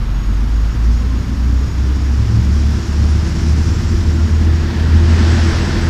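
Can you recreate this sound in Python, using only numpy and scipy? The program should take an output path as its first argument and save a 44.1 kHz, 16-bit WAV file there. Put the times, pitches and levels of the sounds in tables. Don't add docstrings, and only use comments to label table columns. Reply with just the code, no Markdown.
import sys
import numpy as np
from scipy import signal
from scipy.fft import rfft, irfft
from scipy.io import wavfile

SR = 44100
rng = np.random.default_rng(int(sys.argv[2]) if len(sys.argv) > 2 else 0)


def bounce(signal):
    frames = np.transpose(np.atleast_2d(signal))
    limited = np.clip(frames, -1, 1)
    pcm = np.round(limited * 32767).astype(np.int16)
    wavfile.write(sys.argv[1], SR, pcm)


def level_to_linear(level):
    exponent = np.asarray(level, float) / 20
    return 10 ** exponent


N = 259749

# time_s, firing_hz
FIRING_RATE = [(0.0, 43.9), (0.49, 52.15), (1.0, 57.75), (1.8, 65.2), (2.41, 70.0), (2.84, 72.9),
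               (3.79, 77.3), (5.89, 83.22)]
# time_s, nearness_db
VEHICLE_NEARNESS = [(0, -15), (1.4, -14.5), (2.4, -11.5), (3.3, -9), (4.2, -10), (4.6, -7.5), (5.05, -4.5),
                    (5.23, 0), (5.55, -0.5), (5.89, -2.5)]
# centre_s, depth_db, length_s
EXHAUST_FADES = [(0.064, 5.5, 0.24), (0.234, 10, 0.081), (0.48, 5, 0.073), (.74, 8, 0.098), (.9, -4, 0.13),
                 (1.06, 2.5, 0.22), (1.252, 11, 0.19), (1.36, 24, 0.041), (1.707, 11, 0.19),
                 (2.052, 2.5, 0.36), (2.3, 8, 0.22), (2.845, 9.5, 0.24), (3.324, 8.5, 0.37),
                 (3.85, 8, 0.52), (4.3, 4, .12), (4.0, 10, .06), (4.71, 8.5, 0.33), (4.972, -2, .25),
                 (5.7, 9.5, 0.72)]
ORDER_RATIOS = (.5, 1.5, 2.0, 3.0)
# abreast_db, share of the nearness swing
ORDER_LEVELS = [(-28, 0.16), (-30, 0.078), (-39, 0.11), (-39.5, 0.074)]
# centre_s, multiple of the firing rate, rise_db, length_s
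ORDER_RISES = [(.3, 2.0, 9, .5), (.75, 1.5, 5, .3), (1.47, 1.5, 5, .3), (2.25, 1.5, 7.5, .6),
               (2.6, .5, 1, 1.0), (3.05, 1.5, 2, 0.56), (3.7, 1.5, 2, .3), (3.9, .5, 5, .7),
               (4.9, .5, 2, .3), (5.35, 1.5, 7, 0.42), (5.45, .5, -2, .3), (5.85, 2.0, 14, .5)]
# time_s, blade_hz
FAN_SPEED = [(0, 215), (.7, 241.3), (1.5, 280.4), (2.2, 309.7), (3.0, 333.1), (3.6, 338), (5.1, 338.1),
             (5.89, 336)]
# multiple of the blade rate, level_db against the blade tone
FAN_OVERTONES = [(2.0, -18.5), (4.06, -18), (5.06, -28)]
# centre_s, rise_db, length_s
FAN_RISES = [(1.147, 6, .3), (1.448, 2, 0.22), (1.896, 5.5, 0.11), (3.2, 1.5, 0.16), (3.5, 2, .2),
             (4.485, 5.5, .2), (5.06, 7, .2), (5.284, 4, .15), (5.499, 4, 0.12)]
# time_s, pitch_hz, level_db
TURBINE_WHISTLE = [(0, 6800, -80), (2.9, 7080, -76), (3.3, 7220, -64), (3.7, 7380, -61), (4.1, 7520, -61),
                   (4.6, 7680, -64), (4.9, 7750, -65), (5.1, 7820, -59), (5.4, 7855, -58), (5.6, 7865, -59),
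                   (5.89, 7890, -59)]
# centre_s, rise_db, length_s
WHISTLE_RISES = [(3.67, 7, .04), (3.75, 13, .07), (3.89, 11, .06), (4.06, 10, .05), (4.145, 10, .05),
                 (4.36, 7, .03), (4.6, 7, .1), (4.98, 8, .05), (5.1, 6, .1), (5.22, 6, .08), (5.33, 8, .1),
                 (5.48, 11, .07), (5.63, 10, .07), (5.7, 8, .05), (5.82, 12, .08)]
# time_s, lower_hum_hz, lower_hum_db, upper_hum_db
TRAM_DRIVE = [(0, 108.5, -44, -53), (.7, 110, -28, -55), (1.3, 112, -33, -51), (2.0, 112, -33, -58),
              (2.4, 109.7, -15, -27), (2.6, 107.6, -51, -35), (2.9, 106, -24, -30.5), (3.4, 99, -23.5, -28),
              (3.8, 93.8, -19, -30.5), (4.3, 89.93, -28.5, -34), (4.8, 87.7, -71, -36),
              (5.89, 86.06, -46, -47)]
# start_s, end_s, upper_mode_db, lower_mode_db
SQUEAL_SPELLS = [(0.06, .38, -58, -52.5), (0.448, .8, -55, -60), (.84, 1.08, -52, -66),
                 (1.1, 1.32, -57, -56), (1.4, 1.58, -57, -61), (1.6, 1.784, -50.5, -65),
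                 (1.84, 2.2, -54.5, -63), (2.28, 2.68, -54, -64), (2.74, 3.12, -56, -59),
                 (3.15, 3.501, -60, -61), (3.7, 4.15, -57, -61), (4.179, 4.44, -52, -59),
                 (4.518, 4.66, -51, -70), (4.7, 4.84, -55, -68), (4.92, 5.3, -56, -62)]
WHEEL_MODES = (6720, 6664)
# time_s, hiss_db
FLANGE_CONTACT = [(0, -56), (.7, -47.5), (1.5, -47.5), (2.1, -44.5), (3.6, -39), (4.75, -45), (5.39, -35.5),
                  (5.89, -39.5)]
# frequency_hz, density_db
RUMBLE_SPECTRUM = [(12, -10), (25, -5), (45, 5.5), (70, 8), (110, -8.5), (150, -3), (185, -3.5), (205, 4.5),
                   (218, 0), (235, 2.5), (265, -6.5), (320, -9), (450, -14.5), (700, -58)]
ROAR_SPECTRUM = [(200, -28), (430, 2.5), (690, -0.5), (1000, 0.5), (1700, -12.5), (2500, -7.5),
                 (3500, -7.5), (5000, -16.5), (6500, -34), (8200, -27), (10500, -50), (12500, -60)]
TREAD_SPECTRUM = [(900, -14), (1300, -0.5), (1500, 3.5), (1720, 4.5), (2050, 0.5), (2300, -7), (3500, -14),
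                  (4700, -6), (5800, -16.5), (7300, -23), (8300, -34), (11000, -48)]
HISS_SPECTRUM = [(2000, -6), (3500, -12.5), (4600, -4), (5500, 1.5), (6100, -4), (7500, -9.5),
                 (8150, -14.5), (8400, -18.5), (9600, -18.5), (11000, -27), (13000, -55)]
CITY_SPECTRUM = [(59, -2.5), (100, 1), (158, -8.5), (233, -7), (512, -29.5), (713, -31), (1270, -25.5),
                 (1730, -31), (2050, -34), (4310, -41.5), (5410, -40), (6250, -46.5), (6790, -51),
                 (8350, -52.5), (14000, -53.5)]
# centre_s, pitch_hz, level_db, length_s
CHEEP_TONES = [(.265, 8600, -66, .03), (.285, 8280, -67, .02), (.34, 8450, -65, .03), (.40, 8180, -66, .03),
               (2.835, 9000, -64, .025), (3.05, 9230, -63, .025), (3.11, 9230, -61, .045),
               (3.30, 9300, -65, .04), (4.2, 9050, -65, .03), (4.27, 9050, -62, .04)]
# time_s, impulse_db ahead of the high-pass
TICK_IMPULSES = [(5.604, -38)]


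def in_time(rows):
    s, *columns = np.transpose(rows)
    return [np.interp(np.arange(N) / SR, s, c) for c in columns]


def rms_one(x):
    return x / np.sqrt(np.mean(x ** 2) + 1e-20)


def drift(corner_hz):
    step = 40
    pole = np.exp(-2 * np.pi * corner_hz * step / SR)
    noise = rng.standard_normal(N // step + 2002)
    slow = signal.lfilter([1], [1, -2 * pole, pole * pole], noise)[2000:]
    return np.interp(np.arange(N) / step, np.arange(len(slow)), rms_one(slow))


def swell(centre_s, length_s):
    return np.exp(-8 * ((np.arange(N) / SR - centre_s) / length_s) ** 2)


def swells_db(rows):
    return sum(db * swell(centre_s, length_s) for centre_s, db, length_s in rows)


def spell(start_s, end_s):
    t = np.arange(N) / SR
    edge_s = 0.056
    return .5 * (np.tanh((t - start_s) / edge_s) - np.tanh((t - end_s) / edge_s))


def coloured(spectrum, flicker_db):
    hz, density_db = np.transpose(spectrum)
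    bins_hz = np.maximum(np.fft.rfftfreq(N, 1 / SR), 1)
    gain = level_to_linear(np.interp(np.log(bins_hz), np.log(hz), density_db, left=-99))
    shaped = irfft(gain * rfft(rng.standard_normal(N)), N)
    return rms_one(shaped * level_to_linear(flicker_db * drift(23.0)))


def tone(hz, waver_db, wander_hz, rate):
    cycles = np.cumsum(hz + wander_hz * drift(rate)) / SR
    phase = 2 * np.pi * (cycles + rng.random())
    level_db = waver_db * (np.minimum(drift(rate), 1) - .5)
    return np.sqrt(2) * np.sin(phase) * level_to_linear(level_db)


def diesel(near_db):
    hz, = in_time(FIRING_RATE)
    abreast_db, near_share = -10, 0.24
    note_db = abreast_db + near_share * near_db - swells_db(EXHAUST_FADES)
    out = level_to_linear(note_db) * tone(hz, waver_db=1.0, wander_hz=0.5, rate=20.5)
    for ratio, (order_db, share) in zip(ORDER_RATIOS, ORDER_LEVELS):
        rises = [(s, db, length) for s, multiple, db, length in ORDER_RISES if abs(multiple - ratio) < .2]
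        level_db = order_db + share * near_db + swells_db(rises)
        out = out + level_to_linear(level_db) * tone(ratio * hz, waver_db=2.0, wander_hz=0.92, rate=3.75)
    return out


def fan(near_db):
    hz, = in_time(FAN_SPEED)
    abreast_db, near_share = -30, 0.62
    level_db = abreast_db + near_share * near_db + swells_db(FAN_RISES)
    overtones = sum(level_to_linear(db) * tone(ratio * hz, waver_db=4.5, wander_hz=6.22, rate=8.73)
                    for ratio, db in FAN_OVERTONES)
    blade = tone(hz, waver_db=4.0, wander_hz=3.5, rate=14.0)
    return level_to_linear(level_db) * (blade + overtones)


def turbine():
    hz, level_db = in_time(TURBINE_WHISTLE)
    level_db = level_db + swells_db(WHISTLE_RISES)
    return level_to_linear(level_db) * tone(hz, waver_db=3.0, wander_hz=22.0, rate=25.0)


def tram_drive():
    hz, lower_db, upper_db = in_time(TRAM_DRIVE)
    upper_ratio = 1.66
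    lower = level_to_linear(lower_db) * tone(hz, waver_db=8.0, wander_hz=1.1, rate=3.6)
    upper = level_to_linear(upper_db) * tone(upper_ratio * hz, waver_db=4.5, wander_hz=2.34, rate=2.64)
    return lower + upper


def ground_rumble(near_db):
    abreast_db, near_share = -18.5, 0.6
    start_deficit_db, build_s = 20, 0.73
    deficit_db = start_deficit_db * np.exp(-np.arange(N) / SR / build_s)
    level_db = abreast_db + near_share * near_db - deficit_db
    return level_to_linear(level_db) * coloured(RUMBLE_SPECTRUM, flicker_db=2.0)


def tyre_roar(near_db):
    roar_db, roar_share = -29.5, .95
    tread_db, tread_share = -30, 1.144
    roar = level_to_linear(roar_db + roar_share * near_db) * coloured(ROAR_SPECTRUM, flicker_db=.5)
    tread = level_to_linear(tread_db + tread_share * near_db) * coloured(TREAD_SPECTRUM, flicker_db=1.0)
    return roar + tread


def flange_hiss():
    hiss_db, = in_time(FLANGE_CONTACT)
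    return level_to_linear(hiss_db) * coloured(HISS_SPECTRUM, flicker_db=1.0)


def city():
    return level_to_linear(-25) * coloured(CITY_SPECTRUM, flicker_db=0.5)


def wheel_squeal():
    envelopes = sum(level_to_linear(np.array(modes_db))[:, None] * spell(start_s, end_s)
                    for start_s, end_s, *modes_db in SQUEAL_SPELLS)
    return sum(envelope * tone(mode_hz, waver_db=4.5, wander_hz=3.0, rate=18.0)
               for mode_hz, envelope in zip(WHEEL_MODES, envelopes))


def cheeps():
    return sum(level_to_linear(db) * swell(centre_s, length_s) * tone(hz, waver_db=-4.0, wander_hz=39.6, rate=27.0)
               for centre_s, hz, db, length_s in CHEEP_TONES)


def ticks():
    clicks = np.zeros(N)
    for time_s, db in TICK_IMPULSES:
        clicks[round(time_s * SR)] = level_to_linear(db)
    return signal.lfilter(*signal.butter(2, 9000, "high", fs=SR), clicks)


def scene():
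    near_db, = in_time(VEHICLE_NEARNESS)
    vehicle = diesel(near_db) + fan(near_db) + turbine() + ground_rumble(near_db) + tyre_roar(near_db)
    tram = tram_drive() + flange_hiss() + wheel_squeal()
    return (vehicle + tram + city() + cheeps() + ticks())[None]


def band_limit(x):
    return signal.sosfilt(signal.butter(12, 15240, fs=SR, output="sos"), x)


def record(dry):
    rounded = 1.838 * np.tanh(dry / 1.423)
    top_cut = signal.ellip(14, .5, 60, 14290, fs=SR, output="sos")
    finished = signal.sosfilt(top_cut, rounded)
    return band_limit(finished)


dry = scene()
out = record(dry)
bounce(out)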